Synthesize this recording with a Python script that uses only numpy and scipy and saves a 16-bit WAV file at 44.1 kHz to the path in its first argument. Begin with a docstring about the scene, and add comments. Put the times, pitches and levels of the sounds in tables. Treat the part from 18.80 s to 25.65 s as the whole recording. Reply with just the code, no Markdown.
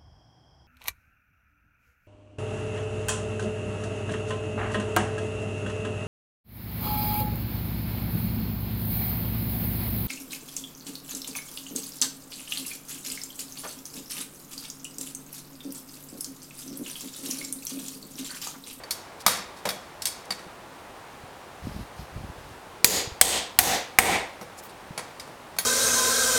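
"""Steel tire pliers clank and scrape on a wheel rim as they are levered into place in an open garage.
Dull thumps and soft rubs pass while a hammer is picked up; four blows drive the jaws in and ring the
wheel. The tools are shifted again, and the last clank leaves a handle ringing. Each knock is a snap of
metal chatter exciting the steel's modes. The blows overload the microphone, and its gain control lets
the room swell back after each one. A steady outdoor hush lies underneath."""
import sys
import numpy as np
from scipy import signal
from scipy.fft import rfft, irfft
from scipy.io import wavfile
from scipy.ndimage import minimum_filter1d

SR = 44100
rng = np.random.default_rng(int(sys.argv[2]) if len(sys.argv) > 2 else 0)


def output_pcm(signal):
    """Save a mono or channel-first signal as 16-bit PCM at the path in sys.argv[1].

    Samples are clipped to [-1, 1] before scaling.
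    """
    pcm = np.clip(np.atleast_2d(signal).T, -1, 1) * 32767
    wavfile.write(sys.argv[1], SR, np.round(pcm).astype(np.int16))


N = 302085

# hammer hits on the pliers, each spot stressing its own three resonances:
# t/s, force/dB, body/dB, top/dB, thud/dB, then f/Hz, gain/dB for the low, middle and high resonance
HAMMER_BLOWS = [(4.0448, 31, -3.5, -9, -22, 426, 2.5, 4770, -1.5, 6970, 3.5),
                (4.4129, 34.5, -3.5, -13.5, -1, 710, 4.5, 3160, 1, 8140, 2),
                (4.789, 34, -1.4, -8.5, -3, 760, 6.5, 1630, -6, 6030, -3),
                (5.187, 32, 5.5, -11, 3.5, 810, 4, 2230, -4, 8600, 1)]
# EQ on the dry crack of a blow: f/Hz, gain/dB
CRACK_EQ = [(100, -1), (400, -7.5), (1000, -1), (1800, 4), (2700, -1), (16000, 0)]
# modes of the wheel, the lowest being the tire and the air inside it: f/Hz, width/Hz, gain/dB
WHEEL_MODES = [(62, 16, -4.5), (190, 25, 0), (485, 20, -1), (760, 52, -1.5), (1002, 50, -2.5),
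               (1950, 290, -3.5), (2560, 37, -9), (3540, 280, -7.5), (4300, 53, -19), (6700, 340, -5.5),
               (8350, 480, -10), (11160, 200, -1), (12500, 150, -2), (13300, 180, 3), (14500, 200, -4)]
# pliers knocking on the rim:
# t/s, force/dB, body/dB, top/dB, chatter t60/s, ping f/Hz, ping gain/dB, rebound/dB
RIM_CLANKS = [(0.036, -17.5, 12, -7, 0.037, 4630, 21.5, -20), (0.1081, 5, -23, -1, 0.06, 4270, 3, -20),
              (0.464, 18, -1, -1, 0.037, 1190, 7.5, -7), (0.8542, 0, 12.5, -7, 0.055, 626, 5.5, -7),
              (0.8892, 2, 0, -1, 0.04, 3400, 9, -8), (1.2202, -1.5, -17, -3, 0.035, 8000, 7, -26),
              (1.2546, 7, -22, -2, 0.036, 8350, 8, -5), (1.506, -1, 2, -8, 0.035, 4600, 16, -7),
              (1.592, -20, 4, -7, 0.02, 10500, 2, -17), (5.612, -17, 21, 0, 0.06, 5730, 13, -6),
              (6.1771, -2, 8.5, -9.5, 0.031, 10600, 14.5, -7), (6.3973, -7.5, -7, -9, 0.036, 4950, 14, -18),
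              (6.475, -24.5, 20, -5, 0.03, 1200, 8, -18), (6.765, -18, 16, -6, 0.03, 1540, -2, -18),
              (6.786, 3.5, -3, 5, 0.017, 4270, 9, -20)]
# modes of the pliers on the wheel: f/Hz, width/Hz, gain/dB
PLIER_MODES = [(190, 30, 3), (492.3, 10, 9.5), (710, 200, -7.5), (1130, 600, -18), (1898, 23, 4),
               (2260, 144, 0.5), (3350, 9.1, 6.5), (3725, 88, 3), (4500, 120, 1.5), (4690, 24, -10),
               (5260, 100, -3.5), (5900, 33, -3), (7000, 18, -23), (8450, 5.5, -10), (9070, 55, 6),
               (10600, 34, 1), (11630, 18, -8), (13400, 17, 3)]
# partials of the free handle: f/Hz, level/dB, t60/s
HANDLE_PARTIALS = [(1564, -32.5, 0.093), (3210, -44, 0.3), (6568, -25, 0.08), (9840, -19.5, 0.062),
                   (10000, -37, 0.54), (12800, -36, 0.11), (15000, -32, .15)]
# steel sliding on steel: t/s, length/s, relative level/dB, brightest f/Hz
STEEL_SCRAPES = [(0.392, 0.04, -36.5, 4900), (0.747, 0.078, -45, 4500), (1.447, 0.018, -42, 6000),
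                 (5.766, 0.047, -37, 7000), (5.811, 0.078, -40, 14500), (5.883, 0.04, -44, 4000)]
# dull handling thumps: t/s, peak level/dB, f/Hz
DULL_THUMPS = [(1.668, -36, 190), (2.438, -37, 115), (2.872, -22, 220), (2.965, -28, 200),
               (2.999, -29, 190), (3.195, -29.5, 121), (3.365, -27, 120), (3.439, -29, 171),
               (4.275, -30.5, 110), (4.32, -34, 70), (6.109, -28.5, 161)]
# something soft rubbing up close: t/s, length/s, rumble level/dB, hiss level/dB
SOFT_RUBS = [(2.812, 0.25, -38, -54), (3.153, 0.12, -42, -53.5), (3.315, 0.23, -40.5, -62),
             (3.54, 0.25, -51.5, -61)]
# EQs on the low and the high layer of a rub: f/Hz, gain/dB
RUMBLE_EQ = [(15, -23), (50, 4.5), (130, -0.5), (280, -11), (600, -26), (2000, -78)]
HISS_EQ = [(1000, -20), (3000, -1.5), (5000, 1.5), (7500, -11), (13000, -6), (16000, -22)]
# reverb time of the garage: f/Hz, t60/s
GARAGE_DECAY = [(100, 0.3), (500, 0.43), (1000, 0.41), (2500, 0.46), (5000, 0.4), (9000, 0.28),
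                (16000, 0.23)]
# spectrum of the outdoor hush: f/Hz, relative level/dB
HUSH_EQ = [(12, -30), (20, -15), (59, -4.5), (126, -4.5), (199, -5.5), (381, -3), (415, -3.5), (521, -2.5),
           (672, -2), (774, -1), (1120, -3.5), (1220, -5.5), (5630, -21.5), (9120, -24.5), (17500, -33)]
# narrow noise bands of a thin whine: f/Hz, width/Hz, level/dB
WHINE_BANDS = [(8960, 70, -72), (12000, 6, -84)]


def hammer(thud_hz=48):
    """Hard blows pass through the clamped jaws into the wheel, which drops on its tire with a thud."""
    out, t = np.zeros(N), np.arange(SR // 8) / SR
    thud = np.sin(2 * np.pi * thud_hz * t) * fade(t, t60=0.027)
    for s, force_db, body_db, top_db, thud_db, *spot in HAMMER_BLOWS:
        chatter, echoes = strike(chatter_t60=0.042, rise_s=0.00015, snap=0.015,
                                 near_db=-12, near_t60=0.061, wet_db=-4.5, build_s=0.001)
        tone = [(30, body_db - 11), (80, body_db + 1), (180, body_db - 3.5), (550, body_db - 0.4),
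                (1400, body_db - 2.5), (2200, body_db + 0.25), (4300, 0.051), (5500, -2.2),
                (9500, 0.14), (13000, top_db + 9), (17000, top_db + 5)]
        hit = eq(eq(chatter, CRACK_EQ) + echoes, tone)
        # higher resonances are wider
        stressed = [(hz, 110 + 0.058 * hz, db) for hz, db in zip(spot[::2], spot[1::2])]
        add(out, s, amp(force_db) * ring(hit, stressed))
        add(out, s, amp(thud_db) * thud)
    return ring(out, WHEEL_MODES)


def clanks(rebound_s=0.015):
    """The pliers knock on the rim and bounce once: a ping at the contact, and the whole tool rings."""
    out = np.zeros(N)
    for s, force_db, body_db, top_db, chatter_t60, ping_hz, ping_db, rebound_db in RIM_CLANKS:
        mid_db = min(3.5 + 0.55 * body_db, 8)  # a fuller contact lifts the mids too, up to a limit
        tone = [(30, body_db - 16), (90, body_db - 5.5), (180, body_db - 2), (330, body_db - 8),
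                (600, body_db), (1600, mid_db), (2900, mid_db / 2 - 2.5), (4500, 0.79), (8000, -2),
                (13000, top_db - 0.5), (17000, top_db - 15)]
        for delay_s, touch_db in [(0, 0), (rebound_s, rebound_db)]:
            chatter, echoes = strike(chatter_t60, rise_s=0.00062, snap=0.23,
                                     near_db=-5.5, near_t60=0.063, wet_db=-4, build_s=0.0025)
            ping = amp(ping_db) * resonate(chatter + 0.24 * echoes, ping_hz, width=152)
            knock = eq(chatter + echoes + ping, tone)
            add(out, s + delay_s, amp(force_db + touch_db - 2) * ring(knock, contact_modes()))
    return out


def strike(chatter_t60, rise_s, snap, near_db, near_t60, wet_db, build_s):
    """The exciter: a snap with a burst of metal chatter, and its echoes from nearby and from the room."""
    t = np.arange(SR * 3 // 4) / SR
    chatter = rng.standard_normal(len(t)) * fade(t, chatter_t60) * (1 - np.exp(-t / rise_s))
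    chatter = chatter / np.linalg.norm(chatter) + snap * (t == 0)
    near = rng.standard_normal(len(t)) * fade(t, near_t60) * t  # off the wheel, floor and worker
    echoes = amp(near_db) * near / np.linalg.norm(near) + amp(wet_db) * garage(t, build_s)
    return chatter, echoes


def contact_modes(count=14, low_hz=5030, high_hz=15600):
    """Each contact point rebalances the pliers' modes and stirs its own handful of high overtones."""
    shares_db = 2 * rng.standard_normal(len(PLIER_MODES))
    modes = [(hz, width, db + share) for (hz, width, db), share in zip(PLIER_MODES, shares_db)]
    places = (np.arange(count) + rng.random(count)) / count
    return modes + [(low_hz + (high_hz - low_hz) * place, 47, 0) for place in places]


def handle(start_s=6.7865):
    """A handle rings freely after the last clank: a bright tail of decaying sines."""
    out, t = np.zeros(N), np.arange(SR // 2) / SR
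    for hz, db, t60 in HANDLE_PARTIALS:
        add(out, start_s, amp(db) * fade(t, t60) * np.sin(2 * np.pi * hz * t))
    return out


def scrapes():
    """Short slides of steel on steel: a gritty run of tiny slips rings the pliers."""
    out = np.zeros(N)
    for s, length, db, hz in STEEL_SCRAPES:
        slips = rng.standard_normal(SR // 4)[:round(length * SR)] ** 3  # cubing makes the noise spiky
        slips *= signal.windows.tukey(len(slips), .8)
        grit = eq(slips, [(500, -10), (4000, -11), (10000, -5.5), (17000, -20)])
        add(out, s, amp(db - 11.5) * unit_rms(grit + resonate(slips, hz, width=2600)))
    return ring(out, PLIER_MODES)


def thumps():
    """Soft, low pushes that die in about one cycle."""
    out, t = np.zeros(N), np.arange(SR // 8) / SR
    for s, db, hz in DULL_THUMPS:
        push = np.sin(2 * np.pi * hz * t) * hz * t * np.exp(-hz * t / 0.34)
        add(out, s - .002, amp(db) * push / abs(push).max())
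    return out


def rubs(attack_s=0.036, release_s=0.045, slips_per_s=300):
    """Each rub swells, holds and dies: random slips make a lumpy rumble under a faint friction hiss."""
    out, t = np.zeros(N), np.arange(N) / SR
    slips = rng.standard_normal(N) * (rng.random(N) < slips_per_s / SR)
    rumble = unit_rms(eq(slips, RUMBLE_EQ))
    hiss = unit_rms(eq(rng.standard_normal(N), HISS_EQ))
    for s, length, rumble_db, hiss_db in SOFT_RUBS:
        pressure = np.clip(np.minimum((t - s) / attack_s, (s + length - t) / release_s), 0, 1)
        out += pressure * (amp(rumble_db) * rumble + amp(hiss_db) * hiss)
    return out


def garage(t, build_s):
    """Reverb tail: reflections build up among the shelves, and each band dies at its own speed."""
    taps = rng.standard_normal(len(t)) * (rng.random(len(t)) < .1 + 6 * t)
    taps *= 1 - np.exp(-t / build_s)
    hz, age, bands = signal.stft(taps, SR, nperseg=256)
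    bands *= fade(age, curve(GARAGE_DECAY, hz)[:, None])
    tail = signal.istft(bands, SR, nperseg=256)[1][:len(t)]
    tone = [(60, 0.7), (300, 2), (700, -2.5), (3000, -6.5), (8000, -2), (15000, -4.5)]
    return eq(tail / np.linalg.norm(tail), tone)


def air(hush_db=-45):
    """The ambience bed: a steady outdoor hush through the open door, and a faint thin whine."""
    spectrum = amp(curve(HUSH_EQ, np.fft.rfftfreq(N, 1 / SR)))
    hush = irfft(rfft(rng.standard_normal(N)) * spectrum, N)
    whine = sum(amp(db) * unit_rms(resonate(rng.standard_normal(N), hz, width))
                for hz, width, db in WHINE_BANDS)
    return amp(hush_db) * unit_rms(hush) + whine


def ring(x, modes):
    """Resonators in series (f/Hz, width/Hz, gain/dB), each adding its ring to the sound."""
    for hz, width, db in modes:
        x = x + amp(db) * resonate(x, hz, width)
    return x


def resonate(x, hz, width):
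    """One resonant band-pass, unity gain at its peak."""
    return signal.lfilter(*signal.iirpeak(hz, hz / width, SR), x)


def eq(x, points, size=2048):
    """Minimum-phase EQ (f/Hz, gain/dB): nothing sounds before the attack."""
    log_gain = np.log(amp(curve(points, abs(np.fft.fftfreq(size, 1 / SR)))))
    taps = np.fft.ifft(np.exp(np.conj(signal.hilbert(log_gain)))).real
    return signal.fftconvolve(x, taps)[:len(x)]


def curve(points, hz):
    """Interpolates breakpoints (f/Hz, value) on a log-frequency axis."""
    f, value = np.transpose(points)
    return np.interp(np.log(hz + 1), np.log(f + 1), value)


def fade(t, t60):
    """Decay envelope: falls 60 dB in t60 seconds."""
    return np.exp(-np.log(1000) * t / t60)


def amp(db):
    """Decibels to gain."""
    return 10 ** (np.asarray(db) / 20)


def unit_rms(x):
    """Normalises to an rms of one."""
    return x / np.sqrt(np.mean(x ** 2) + 1e-20)


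def add(mix, s, sound):
    """Mixes a sound in at time s."""
    part = mix[max(round(s * SR), 0):][:len(sound)]
    part += sound[:len(part)]


def scene():
    """Mono mix: the steel tools up front, thumps and rubs behind them, all over the ambience bed."""
    return (clanks() + scrapes() + handle() + hammer() + thumps() + rubs() + air())[None]


def record(dry, threshold_db=-17, slope=0.85, attack_s=0.0011, hold_s=0.0069, recovery_db_per_s=165):
    """Gain control ducks each blow, holds and recovers; the transient soft-clips; then a low-pass."""
    smooth = np.exp(-1 / (0.0058 * SR))
    power_db = 10 * np.log10(signal.lfilter([1 - smooth], [1, -smooth], dry[0] ** 2) + 1e-12)
    half = int(hold_s * SR / 2)
    held_db = -minimum_filter1d(-power_db, 2 * half + 1, origin=half)  # loudest recent moment
    fall_db = np.arange(N) * recovery_db_per_s / SR
    envelope_db = np.maximum.accumulate(held_db + fall_db) - fall_db  # jumps up, sinks at a steady rate
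    over_db = np.maximum(envelope_db - threshold_db, 0)
    lag = np.exp(-1 / (attack_s * SR))
    duck_db = signal.lfilter([1 - lag], [1, -lag], slope * over_db)
    ceiling, cutoff_hz = .88, 17100
    clipped = ceiling * np.tanh(dry * amp(-duck_db) / ceiling)
    low_pass = signal.firwin(601, cutoff_hz, window=("kaiser", 8), fs=SR)
    return signal.oaconvolve(clipped, low_pass[None], "same")


dry = scene()
out = record(dry)
output_pcm(out)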